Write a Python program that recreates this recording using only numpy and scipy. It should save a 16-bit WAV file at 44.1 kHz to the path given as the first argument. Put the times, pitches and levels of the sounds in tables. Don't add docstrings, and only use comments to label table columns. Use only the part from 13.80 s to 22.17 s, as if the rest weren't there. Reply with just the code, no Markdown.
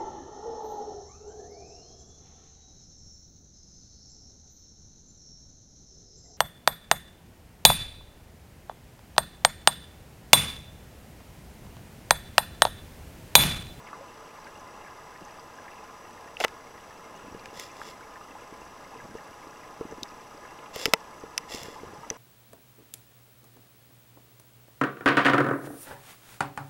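import sys
import numpy as np
from scipy import signal
from scipy.fft import rfft, irfft
from scipy.io import wavfile

SR = 44100
rng = np.random.default_rng(int(sys.argv[2]) if len(sys.argv) > 2 else 0)


def unload_audio(sound):
    columns = np.transpose(np.atleast_2d(sound))
    steps = np.round(np.clip(columns, -1, 1) * 32767)
    wavfile.write(sys.argv[1], SR, steps.astype(np.int16))


N = 369116
TIME = np.arange(N) / SR
HZ = np.fft.rfftfreq(N, 1 / SR)

# f/Hz, relative level/dB
WASH_SPECTRUM = [(15, -2.5), (40, -4.5), (150, -4), (400, -1), (1000, 2), (1350, -5.5), (1750, -5),
                 (2300, -14.5), (2900, -13), (3500, -20.5), (5000, -24.5), (9000, -48)]
# f/Hz, width/Hz, gain/dB
WATER_RESONANCES = [(344, 24, 2), (375, 67, -1.5), (455, 30, 4), (734, 92, -2.5), (842, 63, 3.5),
                    (954, 110, -2.5), (1016, 69, 6.5), (1235, 107, 5), (1430, 66, 2), (1521, 78, -9.5),
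                    (1686, 86, 3), (1816, 200, -3), (2080, 150, 3.5), (2695, 160, 3.5), (3080, 140, -4)]
# f/Hz, relative level/dB
HISS_SPECTRUM = [(500, -26), (3500, 4), (4400, -1), (5600, 4.5), (7000, 2), (8500, -3.5), (9700, -4.5),
                 (10700, -0.5), (12000, -6.5), (14500, -6.5), (15800, -11)]
# f/Hz, width/Hz, gain/dB
HISS_WHINES = [(5000, 260, 5.5), (5875, 220, 10.5), (6200, 200, 2.5), (7900, 110, 4), (11400, 56, 10.5)]
# middle t/s, length/s, rumble level/dB
GRIP_SHIFTS = [(3.598, 0.68, -55), (5.28, 0.23, -51), (6.112, 0.21, -52), (7.93, 0.69, -56.5)]
# t/s, ring level/dB, f/Hz
NEAR_BUBBLES = [ (.069, -38, 2200), (.085, -39.5, 1760), (.130, -30.5, 1167), (.209, -37.5, 557),
                (.667, -34.5, 1620), (1.063, -40.5, 1710), (1.325, -43.5, 1610), (1.88, -39.5, 1810),
                (4.357, -39, 1790), (4.410, -34.5, 1210), (4.553, -39, 875), (5.201, -38, 1630),
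                (5.384, -43, 1810), (6.65, -40, 1670), (6.788, -45, 2730), (6.858, -45, 2770),
                (7.957, -34, 884), (8.232, -33.5, 930)]
# f/Hz, relative level/dB, t60/s
HOUSING_MODES = [(180, -9.5, 0.032), (305, -5, 0.026), (452.6, 3.5, 0.05), (638, 7.5, 0.017),
                 (862, 1.5, 0.039), (934, -14.5, 0.11), (1348, 6.5, 0.019), (1940, -39, 0.0027),
                 (2003, 6, 0.022), (2230, 4.5, 0.017), (2640, 3.5, 0.02), (3010, -6, 0.026),
                 (3600, 3, 0.014), (4920, 19.5, 0.0031), (5200, 9, 0.013), (6130, 14.5, 0.0067),
                 (7360, 4.5, 0.012), (10100, 4, 0.0056), (10460, -25, 0.0055), (13650, -4, 0.013),
                 (13500, -7, .005), (15400, -14, .007)]
# t/s, level/dB over 10 ms, centre f/Hz
SOFT_BUMPS = [ (1.421, -46.5, 170), (2.648, -39.5, 410), (3.5466, -39.5, 330), (4.725, -43.5, 330),
              (5.351, -36.5, 360), (5.67, -46, 270), (6.0096, -30, 362), (6.0527, -38.5, 265),
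              (6.1223, -39.5, 400), (6.181, -42, 290), (6.227, -41.5, 220), (6.9615, -34, 550),
              (7.058, -28, 425), (7.0749, -36, 370), (7.0823, -34, 316), (7.1362, -29, 196),
              (7.436, -37, 386), (7.7452, -36, 300), (7.883, -39.5, 372), (8.0322, -38, 350),
              (8.3091, -35.5, 366)]
# t/s, level/dB over 10 ms before the bass cut, centre f/Hz, spread/octaves,
# share of bright edge, note of the struck spot f/Hz, share of that note
HARD_KNOCKS = [ (2.569, -38.5, 2750, 0.4, .02, 2720, 2), (2.6018, -28.5, 1300, 2.4, .15, 740, 1.4),
               (2.6075, -30, 1100, 1.6, .08, 2780, 1), (2.6123, -28.5, 800, 1.4, .03, 650, 1.9),
               (2.6389, -24, 1880, 0.93, .03, 800, 0.65), (2.6430, -26.5, 1390, 1.43, 0.23, 720, 0.41),
               (2.6469, -19.5, 1230, 1.43, .065, 2860, .42), (2.6808, -44, 2240, 1.4, .1, 2140, 0.58),
               (3.6573, -43.5, 2600, 1.2, 0.12, 1720, 1.1), (3.797, -39.5, 6000, 2.2, 0.41, 2080, 0.64),
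               (4.016, -37, 1160, .45, .02, 1620, 0.94), (6.232, -34, 4830, .49, 0.24, 3760, 1.15),
               (6.9595, -36.5, 2200, 2.6, 0.39, 564, 0.24), (7.0556, -20.5, 2920, 1.1, 0.29, 5350, .38),
               (7.0610, -33.5, 3000, 1.3, .13, 2740, .5), (7.1357, -11.3, 1710, 2, 0.13, 5160, .33),
               (7.5780, -24.5, 4240, 1.15, 0.3, 5600, .85), (7.7480, -39, 5060, .78, 0.21, 5200, .28),
               (7.8323, -43, 5200, 1.5, .15, 5900, .4), (8.3019, -28.5, 2600, 1.6, .02, 6050, 3.7)]
# start t/s, release t/s, level/dB at release, swell/(dB/s), time to fade by 20 dB/s
FINGER_RUBS = [(2.587, 2.633, -38.5, 50, 0.02), (3.725, 3.812, -42, 150, 0.11),
               (3.946, 4.103, -49, 57, 0.05), (6.929, 7.033, -38, 61, 0.1),
               (7.677, 7.739, -38.5, 170, 0.23)]
# f/Hz, relative level/dB
RASP_SPECTRUM = [(200, -8.5), (500, 13), (1200, -6.5), (2400, 0), (4000, 2), (6000, 2.5), (7600, -5.5),
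                 (8500, -7.5), (12500, -11), (15800, -16)]
# f/Hz, width/Hz, gain/dB
RASP_RESONANCES = [(1970, 400, 11.5), (2760, 150, 11), (3430, 230, 9.5), (5140, 610, 6.5), (7300, 480, 9.5),
                   (11200, 300, 9), (12500, 450, 2)]

RESTING_DB = -68.5


def gain_of(db):
    return 10 ** (np.asarray(db) / 20)


def unit_rms(x):
    return x / np.sqrt(np.mean(x ** 2) + 1e-20)


def at_level(x, db):
    return gain_of(db) * x * np.sqrt(SR / 100 / np.sum(x ** 2))


def add(mix, s, sound):
    part = mix[max(round(s * SR), 0):][:len(sound)]
    part += sound[:len(part)]


def curve_db(points):
    hz, db = np.transpose(points)
    return np.interp(np.log(HZ + 1), np.log(hz), db)


def humps_db(rows):
    return sum(db * .5 ** ((2 * (HZ - hz) / width) ** 2) for hz, width, db in rows)


def coloured(x, db):
    return irfft(rfft(x) * gain_of(db), N)


def drift(top_hz):
    return unit_rms(irfft(rfft(rng.standard_normal(N)) * (HZ < top_hz), N))


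def bell(hz, centre_hz, octaves):
    return np.exp(-.5 * (np.log2((hz + 1) / centre_hz) / octaves) ** 2)


def band_noise(size, centre_hz, octaves, top_hz=SR):
    hz = np.fft.rfftfreq(size, 1 / SR)
    shape = bell(hz, centre_hz, octaves) / np.hypot(1, hz / top_hz)
    return unit_rms(irfft(rfft(rng.standard_normal(size)) * shape, size))


def wash(level_db=-47.5, swell_db=.3, churn_db=.8):
    colour_db = curve_db(WASH_SPECTRUM) + humps_db(WATER_RESONANCES)
    spectrum = rfft(unit_rms(coloured(rng.standard_normal(N), colour_db)))
    centres = np.log2(np.geomspace(80, 5000, 7))
    out = np.zeros(N)
    for pick in np.eye(len(centres)):
        band = irfft(spectrum * np.interp(np.log2(HZ + 1), centres, pick), N)
        out += band * gain_of(churn_db * drift(30))
    return gain_of(level_db) * unit_rms(out * gain_of(swell_db * drift(11)))


def camera_hiss(level_db=-60.5):
    colour_db = curve_db(HISS_SPECTRUM) + humps_db(HISS_WHINES)
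    return gain_of(level_db) * unit_rms(coloured(rng.standard_normal(N), colour_db))


def camera_whine(hz=7865, level_db=-73.5, waver_hz=16):
    turns = np.cumsum(hz + waver_hz * drift(71)) / SR
    return gain_of(level_db) * unit_rms(np.sin(2 * np.pi * turns))


def grip_db(s):
    shifts = sum(gain_of(db) * .5 ** ((2 * (s - middle) / length) ** 2)
                 for middle, length, db in GRIP_SHIFTS)
    return 20 * np.log10(gain_of(RESTING_DB) + shifts)


def grip_rumble(centre_hz=140, octaves=1.5, lumpy_db=11.5):
    lumps = band_noise(N, centre_hz, octaves) * gain_of(lumpy_db * np.tanh(drift(36)))
    return gain_of(grip_db(TIME)) * unit_rms(lumps)


def frame_ticks(frame_hz=30, first_s=.0088, tick_s=.0021, tick_hz=5100, tick_db=-70, spark_db=-79):
    since = (TIME - first_s) % (1 / frame_hz)
    gate = np.sin(np.pi * np.minimum(since / tick_s, 1)) ** 2 * gain_of(2 * drift(34))
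    pip = unit_rms(gate * np.sin(2 * np.pi * tick_hz * since))
    spark = unit_rms(gate * band_noise(N, 9900, octaves=.17))
    return gain_of(tick_db) * pip + gain_of(spark_db) * spark


def ring_time(hz):
    return .05 * (1500 / hz) ** .64


def bubble(hz, t60, snap=.36, rise=.069, attack_s=.00038, snap_s=.007):
    t = TIME[:SR // 10]
    turns = hz * np.cumsum(1 + rise * (t / t60 - .2)) / SR
    ring = np.sin(2 * np.pi * turns) * gain_of(-60 * t / t60)
    smear = band_noise(len(t), hz, octaves=.3) * np.exp(-t / snap_s)
    return (ring + snap * smear) * (1 - np.exp(-t / attack_s))


def near_bubbles(stray_hz=1800, stray_octaves=.175, stray_db=-51.5, stray_range_db=8):
    out = np.zeros(N)
    for s, db, hz in NEAR_BUBBLES:
        add(out, s, gain_of(db) * bubble(hz, ring_time(hz), snap=.58))
    for when, pitch, loud in rng.random(size=(30, 3)):
        hz = stray_hz * 2 ** (stray_octaves * (2 * pitch - 1))
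        add(out, when * N / SR, gain_of(stray_db + stray_range_db * loud) * bubble(hz, ring_time(hz)))
    return out


def far_bubbles(base_db=-50.5, spread_db=2.5, low_hz=800, high_hz=3000, mean_t60=.053):
    out = np.zeros(N)
    for when, pitch, loud, life in rng.random(size=(480, 4)):
        hz = low_hz * (high_hz / low_hz) ** pitch
        db = base_db + spread_db * min(-np.log(loud), 3)
        strength = gain_of(db) * (low_hz / hz) ** .54
        add(out, when * N / SR, strength * bubble(hz, mean_t60 * (.5 + life)))
    return coloured(out, humps_db(WATER_RESONANCES))


def fizz(base_db=-52, spread_db=3, low_hz=4700, high_hz=6500):
    out = np.zeros(N)
    for when, pitch, loud in rng.random(size=(45, 3)):
        hz = low_hz + pitch * (high_hz - low_hz)
        db = base_db + spread_db * min(-np.log(loud), 3)
        add(out, when * N / SR, gain_of(db) * bubble(hz, t60=.019, snap=.25))
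    return out


def housing_ring(t, centre_hz, octaves, attack_s=.00045):
    ring = np.zeros(len(t))
    for k, (hz, db, t60) in enumerate(HOUSING_MODES):
        excitation = (-1) ** k * bell(hz, centre_hz, octaves)
        ring += excitation * gain_of(db - 60 * t / t60) * np.sin(2 * np.pi * hz * t)
    return unit_rms(ring * (1 - np.exp(-t / attack_s)))


def nudges(count=45, base_db=-54, spread_db=5.5, centre_hz=326, follow=.3):
    when, loud, pitch = rng.random(size=(count, 3)).T
    s = (np.arange(count) + when) / count * N / SR
    db = base_db + follow * (grip_db(s) - RESTING_DB) + spread_db * (2 * loud - 1)
    return list(zip(s, db, centre_hz * 2 ** (pitch - .5)))


def bumps(push_share=.48, push_s=.00043, scuff_share=.12, scuff_hz=1000, scuff_s=.0017):
    out, t = np.zeros(N), TIME[:SR // 16]
    push = unit_rms(t ** 2 * np.exp(-2 * t / push_s))
    for s, db, centre_hz in SOFT_BUMPS + nudges():
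        scuff = unit_rms(band_noise(len(t), scuff_hz, octaves=.85) * np.sqrt(t) * np.exp(-2 * t / scuff_s))
        ring = housing_ring(t, centre_hz, octaves=.34)
        add(out, s, at_level(ring - push_share * push + scuff_share * scuff, db))
    return out


def knocks(contact_s=.0021, crunch_share=.83, edge_hz=11500, bass_cut_hz=240):
    out, t = np.zeros(N), TIME[:SR // 16]
    contact = t * np.exp(-2.4 * t / contact_s)
    for s, db, centre_hz, octaves, edge_share, note_hz, note_share in HARD_KNOCKS:
        crunch = unit_rms(contact * band_noise(len(t), centre_hz, octaves, top_hz=3500))
        edge = unit_rms(contact * band_noise(len(t), edge_hz, octaves=.4))
        t60 = .012 * np.sqrt(1500 / note_hz)
        note = unit_rms(np.sqrt(t) * gain_of(-60 * t / t60) * np.sin(2 * np.pi * note_hz * t))
        ring = housing_ring(t, centre_hz, octaves)
        add(out, s, at_level(ring + crunch_share * crunch + edge_share * edge + note_share * note, db))
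    return signal.lfilter(*signal.butter(2, bass_cut_hz, "highpass", fs=SR), out)


def rub_pressure(start, release, db, swell_db_per_s, fade_s, bite_s=.021):
    before_db = swell_db_per_s * np.maximum(release - TIME, 0)
    after_db = 20 * np.maximum(TIME - release, 0) / fade_s
    return np.clip((TIME - start) / bite_s, 0, 1) * gain_of(db - before_db - after_db)


def rubbing(slips_per_s=2200, snags_per_s=60, snag_share=.35, smooth_share=.74, flutter_db=1.4):
    slips = rng.standard_normal(N) * (rng.random(N) < slips_per_s / SR)
    snags = (rng.random(N) - .5) * (rng.random(N) < snags_per_s / SR)
    friction = unit_rms(slips) + snag_share * unit_rms(snags) + smooth_share * rng.standard_normal(N)
    friction *= gain_of(flutter_db * drift(110))
    rasp = unit_rms(coloured(friction, curve_db(RASP_SPECTRUM) + humps_db(RASP_RESONANCES)))
    return rasp * sum(rub_pressure(*row) for row in FINGER_RUBS)


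def scene():
    water = wash() + near_bubbles() + far_bubbles() + fizz()
    hands = knocks() + bumps() + grip_rumble() + rubbing()
    camera = camera_hiss() + frame_ticks() + camera_whine()
    return (water + hands + camera)[None]


def record(dry, ceiling=.74, threshold_db=-17, duck_share=.55, recover_db_per_s=200, top_hz=15900):
    clipped = dry / (1 + (dry / ceiling) ** 4) ** (1 / 4)
    power_db = 10 * np.log10(signal.lfilter([.01], [1, -.99], clipped[0] ** 2) + 1e-12)
    recovery_db = recover_db_per_s * TIME
    held_db = np.maximum.accumulate(power_db + recovery_db) - recovery_db
    excess_db = np.maximum(held_db - threshold_db, 0)
    lag = np.exp(-1 / (.005 * SR))
    ducked = clipped / gain_of(duck_share * signal.lfilter([1 - lag], [1, -lag], excess_db))
    lowpass = signal.firwin(511, top_hz, window=("kaiser", 9), fs=SR)
    return signal.oaconvolve(ducked, lowpass[None], "same")


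dry = scene()
out = record(dry)
unload_audio(out)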